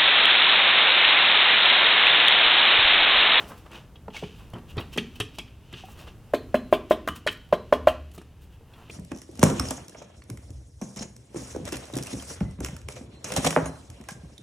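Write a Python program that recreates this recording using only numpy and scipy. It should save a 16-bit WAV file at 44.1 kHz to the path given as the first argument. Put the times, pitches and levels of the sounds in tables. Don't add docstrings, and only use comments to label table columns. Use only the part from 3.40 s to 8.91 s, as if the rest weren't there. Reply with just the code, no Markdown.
import sys
import numpy as np
from scipy import signal
from scipy.fft import rfft, irfft, next_fast_len
from scipy.io import wavfile

SR = 44100
rng = np.random.default_rng(int(sys.argv[2]) if len(sys.argv) > 2 else 0)


def nominal_scale(level):
    x = np.asarray(level, float) / 20
    return 10 ** x


def generate_wav(sig):
    pcm = np.round(np.clip(np.atleast_2d(sig).T, -1, 1) * 32767).astype(np.int16)
    wavfile.write(sys.argv[1], SR, pcm)


N = 242991


def curve(points, hz):
    f, v = np.transpose(points)
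    return np.interp(np.log(np.maximum(hz, 1)), np.log(f), v)


def colour(x, points):
    size = next_fast_len(len(x))
    gain = nominal_scale(curve(points, np.fft.rfftfreq(size, 1 / SR)))
    return irfft(rfft(x, size) * gain, size)[:len(x)]


def band(x, lo_hz, hi_hz):
    return signal.sosfilt(signal.butter(2, [lo_hz, hi_hz], "band", fs=SR, output="sos"), x)


def unit(x):
    return x / np.sqrt(np.mean(x ** 2))


def add(out, s, x):
    i = int(s * SR)
    out[i:i + len(x)] += x[:max(len(out) - i, 0)]


def ring(modes, force, length, scatter_db, shift=0.96, crowd=0.):
    t = np.arange(int(length * SR)) / SR
    neighbours = 6 if crowd else 1
    hz, db, t60 = np.repeat(np.transpose(modes)[:, :, None], neighbours, axis=1)
    chance = rng.standard_normal((3,) + hz.shape)
    sign = np.sign(chance[2]) if crowd else 1
    decay = np.exp(-np.log(1000) * t / t60)
    waves = decay * np.sin(2 * np.pi * shift * hz * (1 + crowd * chance[0]) * t)
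    response = np.sum(sign * nominal_scale(db + scatter_db * chance[1]) * waves, axis=0)
    y = signal.fftconvolve(force, response)
    return y / np.abs(y).max()


def burst(ms):
    t = 1000 * np.arange(4096) / SR
    return rng.standard_normal(len(t)) * np.exp(-t / ms) * np.minimum(t / (0.27 * ms), 1)


def grains(rate):
    hit = rng.random(N) < rate / SR
    return unit(hit * rng.standard_normal(N) * nominal_scale(1.6 * rng.exponential(size=N)))


def swell(at, length):
    t = np.arange(N) / SR - at
    return np.where(t < 0, np.exp(-(t / (0.98 * length)) ** 2), np.exp(-np.abs(t) / length))


# frequency in Hz, density in dB per Hz.
SHOP_SPECTRUM = [(12, -23.5), (20, -8.5), (32, -6), (53, 1), (105, -0.5), (281, -15.5), (479, -18.5),
                 (521, -22), (913, -25.5), (2970, -37), (4160, -41.5), (13900, -45), (16500, -49)]
# time in seconds, level in dB.
RUMBLE_SWELL = [(0, -0.5), (.4, 0.5), (1.5, 6), (2.15, 1), (3.1, 5.5), (3.8, 0.5), (4.1, 1.5), (4.4, 3),
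                (4.7, -0.5), (5.51, 0.5)]


def shop():
    t = np.arange(N) / SR
    rumble_db = np.interp(t, *np.transpose(RUMBLE_SWELL))
    clatter_db = 15.5 * np.exp(-t / 0.21)
    x = nominal_scale(-52.5) * unit(colour(rng.standard_normal(N), SHOP_SPECTRUM))
    low = signal.sosfiltfilt(signal.butter(2, 170, fs=SR, output="sos"), x)
    hiss = x - low
    return low * nominal_scale(rumble_db) + hiss * nominal_scale(0.91 * rumble_db + clatter_db)


# frequency in Hz, level in dB, t60 in seconds.
FIN_MODES = [(1250, -12, .015), (1690, -11, .015), (2100, -9, .015), (2540, -5, .018), (2900, -3, .018),
             (3250, 0, .02), (3700, -5, .015), (4200, -10, .012), (5000, -16, .01), (6000, -21, .008)]


def metal(ms):
    return ring(FIN_MODES, burst(ms), .12, 2, crowd=.06)


# time in seconds, level in dB.
SLIDE_LEVEL = [(0, -57), (.3, -73.5), (.72, -83), (.86, -56), (1.2, -75), (1.64, -63), (2.06, -65.5),
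               (2.2, -70.5), (2.4, -59.5), (2.7, -80), (2.9, -72), (3.5, -66.5), (4.1, -69), (4.5, -65),
               (4.85, -71), (5.3, -79.5), (5.51, -63.5)]
# time in seconds, length in seconds, scrape in dB, fizz in dB.
SHOT_SPILLS = [(0.003, .025, -52.5, -61), (0.096, 0.019, -81, -54), (0.182, 0.011, -62.5, -60),
               (0.266, 0.0051, -60, -73), (0.357, 0.033, -50, -64), (0.774, 0.03, -41, -60),
               (1.003, 0.05, -70, -68), (1.307, 0.02, -56, -63), (1.405, 0.011, -68, -53),
               (1.539, .011, -46, -52), (1.762, 0.0076, -51, -56), (1.958, 0.014, -57.5, -64),
               (2.385, 0.039, -52.5, -73), (2.458, .008, -78, -61), (2.516, 0.036, -67.5, -61),
               (2.608, .031, -53.5, -60), (2.687, 0.02, -55, -77), (3.321, 0.0061, -70, -62),
               (3.504, 0.0055, -51, -48.5), (3.685, 0.0077, -67, -42), (3.765, .01, -50, -48.5),
               (3.919, 0.0098, -66, -51), (4.751, 0.013, -77, -55), (5.035, 0.026, -73, -66),
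               (5.139, .025, -70, -72), (5.393, 0.11, -71.5, -71)]
# time in seconds, length in seconds, level in dB.
SHOT_RUBS = [(0.013, 0.043, -42.5), (0.12, 0.025, -45), (0.267, 0.011, -53), (0.355, 0.049, -48.5),
             (0.76, 0.013, -48), (1.012, 0.025, -55.5), (1.171, 0.029, -47), (1.395, 0.024, -39.5),
             (2.497, .028, -57), (2.604, 0.056, -54), (2.679, 0.012, -48.5), (3.76, 0.012, -54),
             (4.752, .008, -56), (5.408, 0.1, -57)]


def shot():
    t = np.arange(N) / SR
    scrape = unit(ring(FIN_MODES, grains(5000), .03, 1, crowd=.035)[:N])
    scrape = unit(scrape + 0.53 * unit(band(grains(4900), 800, 5500)))
    fizz = unit(band(grains(6000), 3400, 22000))
    rub = unit(band(grains(3000), 200, 1260))
    scrape_gain = nominal_scale(np.interp(t, *np.transpose(SLIDE_LEVEL)))
    fizz_gain = scrape_gain * nominal_scale(-47.5)
    for s, length, scrape_db, fizz_db in SHOT_SPILLS:
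        spill = swell(s, length)
        scrape_gain = scrape_gain + nominal_scale(scrape_db) * spill
        fizz_gain = fizz_gain + nominal_scale(fizz_db) * spill
    rub_gain = sum(nominal_scale(db) * swell(s, length) for s, length, db in SHOT_RUBS)
    return scrape_gain * scrape + fizz_gain * fizz + rub_gain * rub


# frequency in Hz, t60 in seconds, level in dB.
ECHO_BANDS = [(100, 0.75, -18.5), (328, 0.44, -4), (600, 0.26, -21), (1040, 0.29, -8), (2930, 0.4, -15.5),
              (4930, 0.41, -12), (7990, 0.15, -3.5), (12000, 0.15, -5.5)]


def walls(x):
    t = np.arange(SR) / SR
    echo = np.array(ECHO_BANDS)
    tail = np.zeros(SR)
    for hz in 70. * 2 ** np.arange(0, 8, .5):
        t60, db = curve(echo[:, :2], hz), curve(echo[:, ::2], hz)
        decay = np.exp(-np.log(1000) * t / t60)
        tail += nominal_scale(db) * band(rng.standard_normal(SR), hz / 1.2, hz * 1.2) * decay
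    tail = tail * np.clip((t - .008) / 0.0009, 0, 1) / 30
    return signal.fftconvolve(x, tail)[:N]


# frequency in Hz, level in dB, t60 in seconds.
BENCH_MODES = [(127.4, -14, .15), (169.5, -7, 0.36), (190.8, -10.5, 0.24), (213, -2.5, 0.14),
               (261, -13, 0.31), (287, -3.5, 0.13), (358, -5.5, 0.062), (390.4, 0, 0.05),
               (457.3, -1.5, 0.053)]


def thud(ms):
    push = np.diff(np.hanning(int(ms * SR / 1000)))
    force = np.convolve(push, np.append(10, burst(5)[:900]))
    y = ring(BENCH_MODES, force, 1., 1.5, crowd=.06)
    damping = np.exp(-np.arange(len(y)) / SR / .02)
    return y * (nominal_scale(-9) + damping)


def contact(rows):
    out = np.zeros(N)
    for s, fin_db, bench_db, body_db, body_hz, tick_db in rows:
        add(out, s, nominal_scale(fin_db - 3.0) * metal(8.6))
        add(out, s, nominal_scale(bench_db + 4.5) * thud(2.77))
        add(out, s, nominal_scale(body_db + 22.5) * band(burst(3.86), 0.59 * body_hz, 1.305 * body_hz))
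        add(out, s, nominal_scale(tick_db - 7.5) * band(burst(6.2), 4500, 11400))
    return out


# time in seconds, fin ring peak in dB, tick in dB.
FIN_TOUCHES = [(0.314, -41, -43.5), (0.354, -37, -74), (0.5555, -41, -73), (0.7014, -46, -65),
               (.7524, -46, -70), (0.8343, -34, -47), (1.1352, -39, -46), (1.1817, -48, -50),
               (1.4049, -32, -52), (1.561, -35, -43), (2.076, -46.5, -73), (3.8651, -24.5, -28),
               (3.8916, -35, -45), (3.9276, -45, -39), (4.7142, -53.5, -44.5), (4.7781, -45.5, -38.5),
               (4.7918, -67, -55), (4.815, -51, -44.5), (5.334, -47, -57.5), (5.4962, -33, -46)]
# time in seconds, bench in dB, body in dB, body tone in Hz.
DULL_BUMPS = [(0.6811, -39.5, -37.5, 840), (0.8243, -34.5, -34, 500), (0.8339, -36, -34, 600),
              (1.1336, -48, -40.5, 600), (1.144, -45, -66, 700), (1.1589, -40, -52, 680),
              (1.1807, -43, -55, 693), (1.5597, -36, -36, 420), (1.577, -50, -31, 400),
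              (2.438, -51, -52, 740), (2.484, -64, -58, 786), (3.6755, -52, -29.5, 1400),
              (3.686, -61, -30.5, 1400), (3.8731, -62, -24.5, 1900), (3.881, -50, -33.5, 1790),
              (1.986, -69, -51, 5700), (4.7778, -42, -46.5, 870), (4.814, -58, -54.5, 1137),
              (5.2084, -56, -73, 750)]
# time in seconds, fin ring peak in dB, bench in dB, shot lag in ms,
# shot in dB against the ring.
FIN_TAPS = [(1.3679, -37.5, -34.5, 10.5, 16.5), (1.5745, -21, -31, 4.9, 5.5), (1.8001, -17.5, -34, 6.6, 0),
            (1.9838, -27, -41.5, 7.3, -0.5), (2.3261, -37, -46, 9.3, 8.5), (2.674, -45, -62.5, 4.7, 1),
            (3.6739, -35.5, -35, 10, 10), (3.8737, -24, -38, 8.5, 7)]


def clacks():
    off, face_hz = -120, 864
    rows = []
    for s, db, tick_db in FIN_TOUCHES:
        rows.append((s, db, db - 16.5, db - 19.5, 801, tick_db))
    for s, bench_db, body_db, hz in DULL_BUMPS:
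        rows.append((s, off, bench_db, body_db, hz, off))
    for s, db, bench_db, lag_ms, up_db in FIN_TAPS:
        shot_db = db + up_db
        rows.append((s, db, bench_db, db - 14.5, face_hz, db - 2))
        rows.append((s + lag_ms / 1000, shot_db, bench_db - 1.5, off, face_hz, shot_db - 40))
    return contact(rows)


# time in seconds, frequency in Hz, level in dB.
PART_RINGS = [(.829, 110, -39), (1.136, 122, -31), (1.285, 84, -39), (1.375, 122, -27.5),
              (1.587, 3200, -51), (1.801, 112, -31.5), (1.814, 1990, -63), (1.811, 2550, -51),
              (1.812, 3290, -49), (1.991, 2550, -49), (2.338, 130, -37.5), (2.94, 4260, -46),
              (3.149, 4260, -47.5), (3.333, 2550, -48), (3.335, 5250, -74.5), (3.52, 2600, -60),
              (3.691, 3165, -42), (3.889, 3320, -37), (3.892, 3380, -52), (4.141, 4100, -50),
              (4.485, 2700, -47), (4.33, 77, -39), (4.476, 78.3, -41), (3.68, 77.5, -43)]
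# time in seconds, frequency in Hz, level in dB.
SHORT_KNOCKS = [(0.681, 987, -38), (.745, 900, -40), (.765, 2320, -32.5), (2.437, 790, -36.5),
                (2.485, 850, -42), (3.6756, 678, -22.5), (3.8643, 636, -19), (5.21, 480, -52.5)]
# time in seconds, peak in dB.
PELLET_TICKS = [(1.1024, -43), (1.1348, -50), (2.4833, -48), (2.4947, -50), (2.5054, -43), (2.5213, -39),
                (2.5314, -45), (3.676, -21), (3.686, -31.5), (3.7944, -52), (3.9281, -35), (4.032, -58),
                (4.113, -50.5), (3.974, -44), (4.0168, -60), (4.048, -54.5), (4.09, -48), (4.8531, -55)]


def rings():
    out = np.zeros(N)
    liner_t60, leg_t60, frame_t60 = 0.33, 0.12, 0.85
    for s, hz, db in PART_RINGS:
        t60 = liner_t60 if hz > 1000 else leg_t60 if hz > 100 else frame_t60
        push = np.hanning(int(SR / hz / 2) + 2)
        add(out, s, nominal_scale(db) * ring([(hz, 0, t60)], push, 1., 2, crowd=.025))
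    for s, hz, db in SHORT_KNOCKS:
        add(out, s, nominal_scale(db) * ring([(hz, 0, 0.045)], burst(1.6), .1, 0.1))
    for s, db in PELLET_TICKS:
        add(out, s, nominal_scale(db - 3.5) * band(burst(0.6), 5000, 16400))
    return out


# frequency in Hz, level in dB, t60 in seconds.
HOLLOW_MODES = [(646.4, -6.5, 0.087), (729, -3, 0.089), (554, -10.5, 0.039), (977, -34.5, 0.11),
                (1034, 19.5, 0.022), (1250, -5.5, 0.049), (1460, -21, 0.054), (1810, -17, .04),
                (1926, -5.5, 0.047)]
# frequency in Hz, level in dB, t60 in seconds.
FRAME_MODES = [(48, 16.5, 0.34), (76.7, 16, 2.5), (123, -25, 0.2)]
# time in seconds, knock peak in dB, knock tone in Hz,
# shot in dB against the knock, bench in dB.
TOP_KNOCKS = [(2.937, -14, 589, -11.5, -18.5), (3.144, -12, 595, -13.5, -18), (3.327, -8, 609, -14.5, -17),
              (3.510, -8.5, 606, -14.5, -19.5), (4.127, -9.5, 587, -20, -17.5),
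              (4.326, -7.5, 587, -18, -20.5), (4.473, -4.5, 605, -16, -21)]


def knocks():
    out = np.zeros(N)
    t = np.arange(600) / SR
    upper_modes = [(1078, 23.5, 0.029), (1025, -9, 0.043), (1210, -8.5, 0.03)]  # Hz, dB, t60 s
    for s, db, hz, shot_db, bench_db in TOP_KNOCKS:
        s = s - .002
        late = s + 0.0066
        shot_db = db + shot_db
        head = t ** 2 * np.exp(-t / .0016) * np.sin(2 * np.pi * hz * t)
        add(out, s, nominal_scale(db + 1.0) * ring(HOLLOW_MODES, head, 0.16, 0.89, hz / 620))
        add(out, s, nominal_scale(db - 1) * band(burst(8.86), 695, 1880))
        add(out, s + 0.002072, nominal_scale(db - 6.5) * ring(upper_modes, np.hanning(30), .1, 0.65))
        add(out, s, nominal_scale(bench_db) * thud(1.5))
        add(out, s, nominal_scale(db - 32) * ring(FRAME_MODES, np.hanning(200), 1.2, 1.2))
        add(out, s, nominal_scale(shot_db - 29.0) * metal(1.5))
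        add(out, late, nominal_scale(shot_db - 3) * metal(14.2))
        add(out, s, nominal_scale(shot_db - 16) * band(burst(4.4), 4300, 14000))
        add(out, late, nominal_scale(shot_db - 17.5) * band(burst(14.0), 2900, 15500))
    return out


# frequency in Hz, side minus mid in dB.
STEREO_WIDTH = [(60, -26.5), (110, -42.5), (200, -40), (380, -42.5), (700, -31), (1290, -35), (2380, -30.5),
                (4400, -19), (8120, -15), (15000, -15.5)]


def scene():
    work = shot() + clacks() + rings() + knocks()
    mid = work + walls(work) + shop()
    side = colour(nominal_scale(-27) * work + nominal_scale(2.0) * walls(work) + nominal_scale(12.5) * shop(), STEREO_WIDTH)
    return np.array([mid + side, mid - side])


def band_limit(x):
    return signal.sosfilt(signal.butter(12, 16790, fs=SR, output="sos"), x)


def record(dry):
    mix = 1.693 * np.tanh(dry / 1.323)
    return band_limit(mix)


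dry = scene()
out = record(dry)
generate_wav(out)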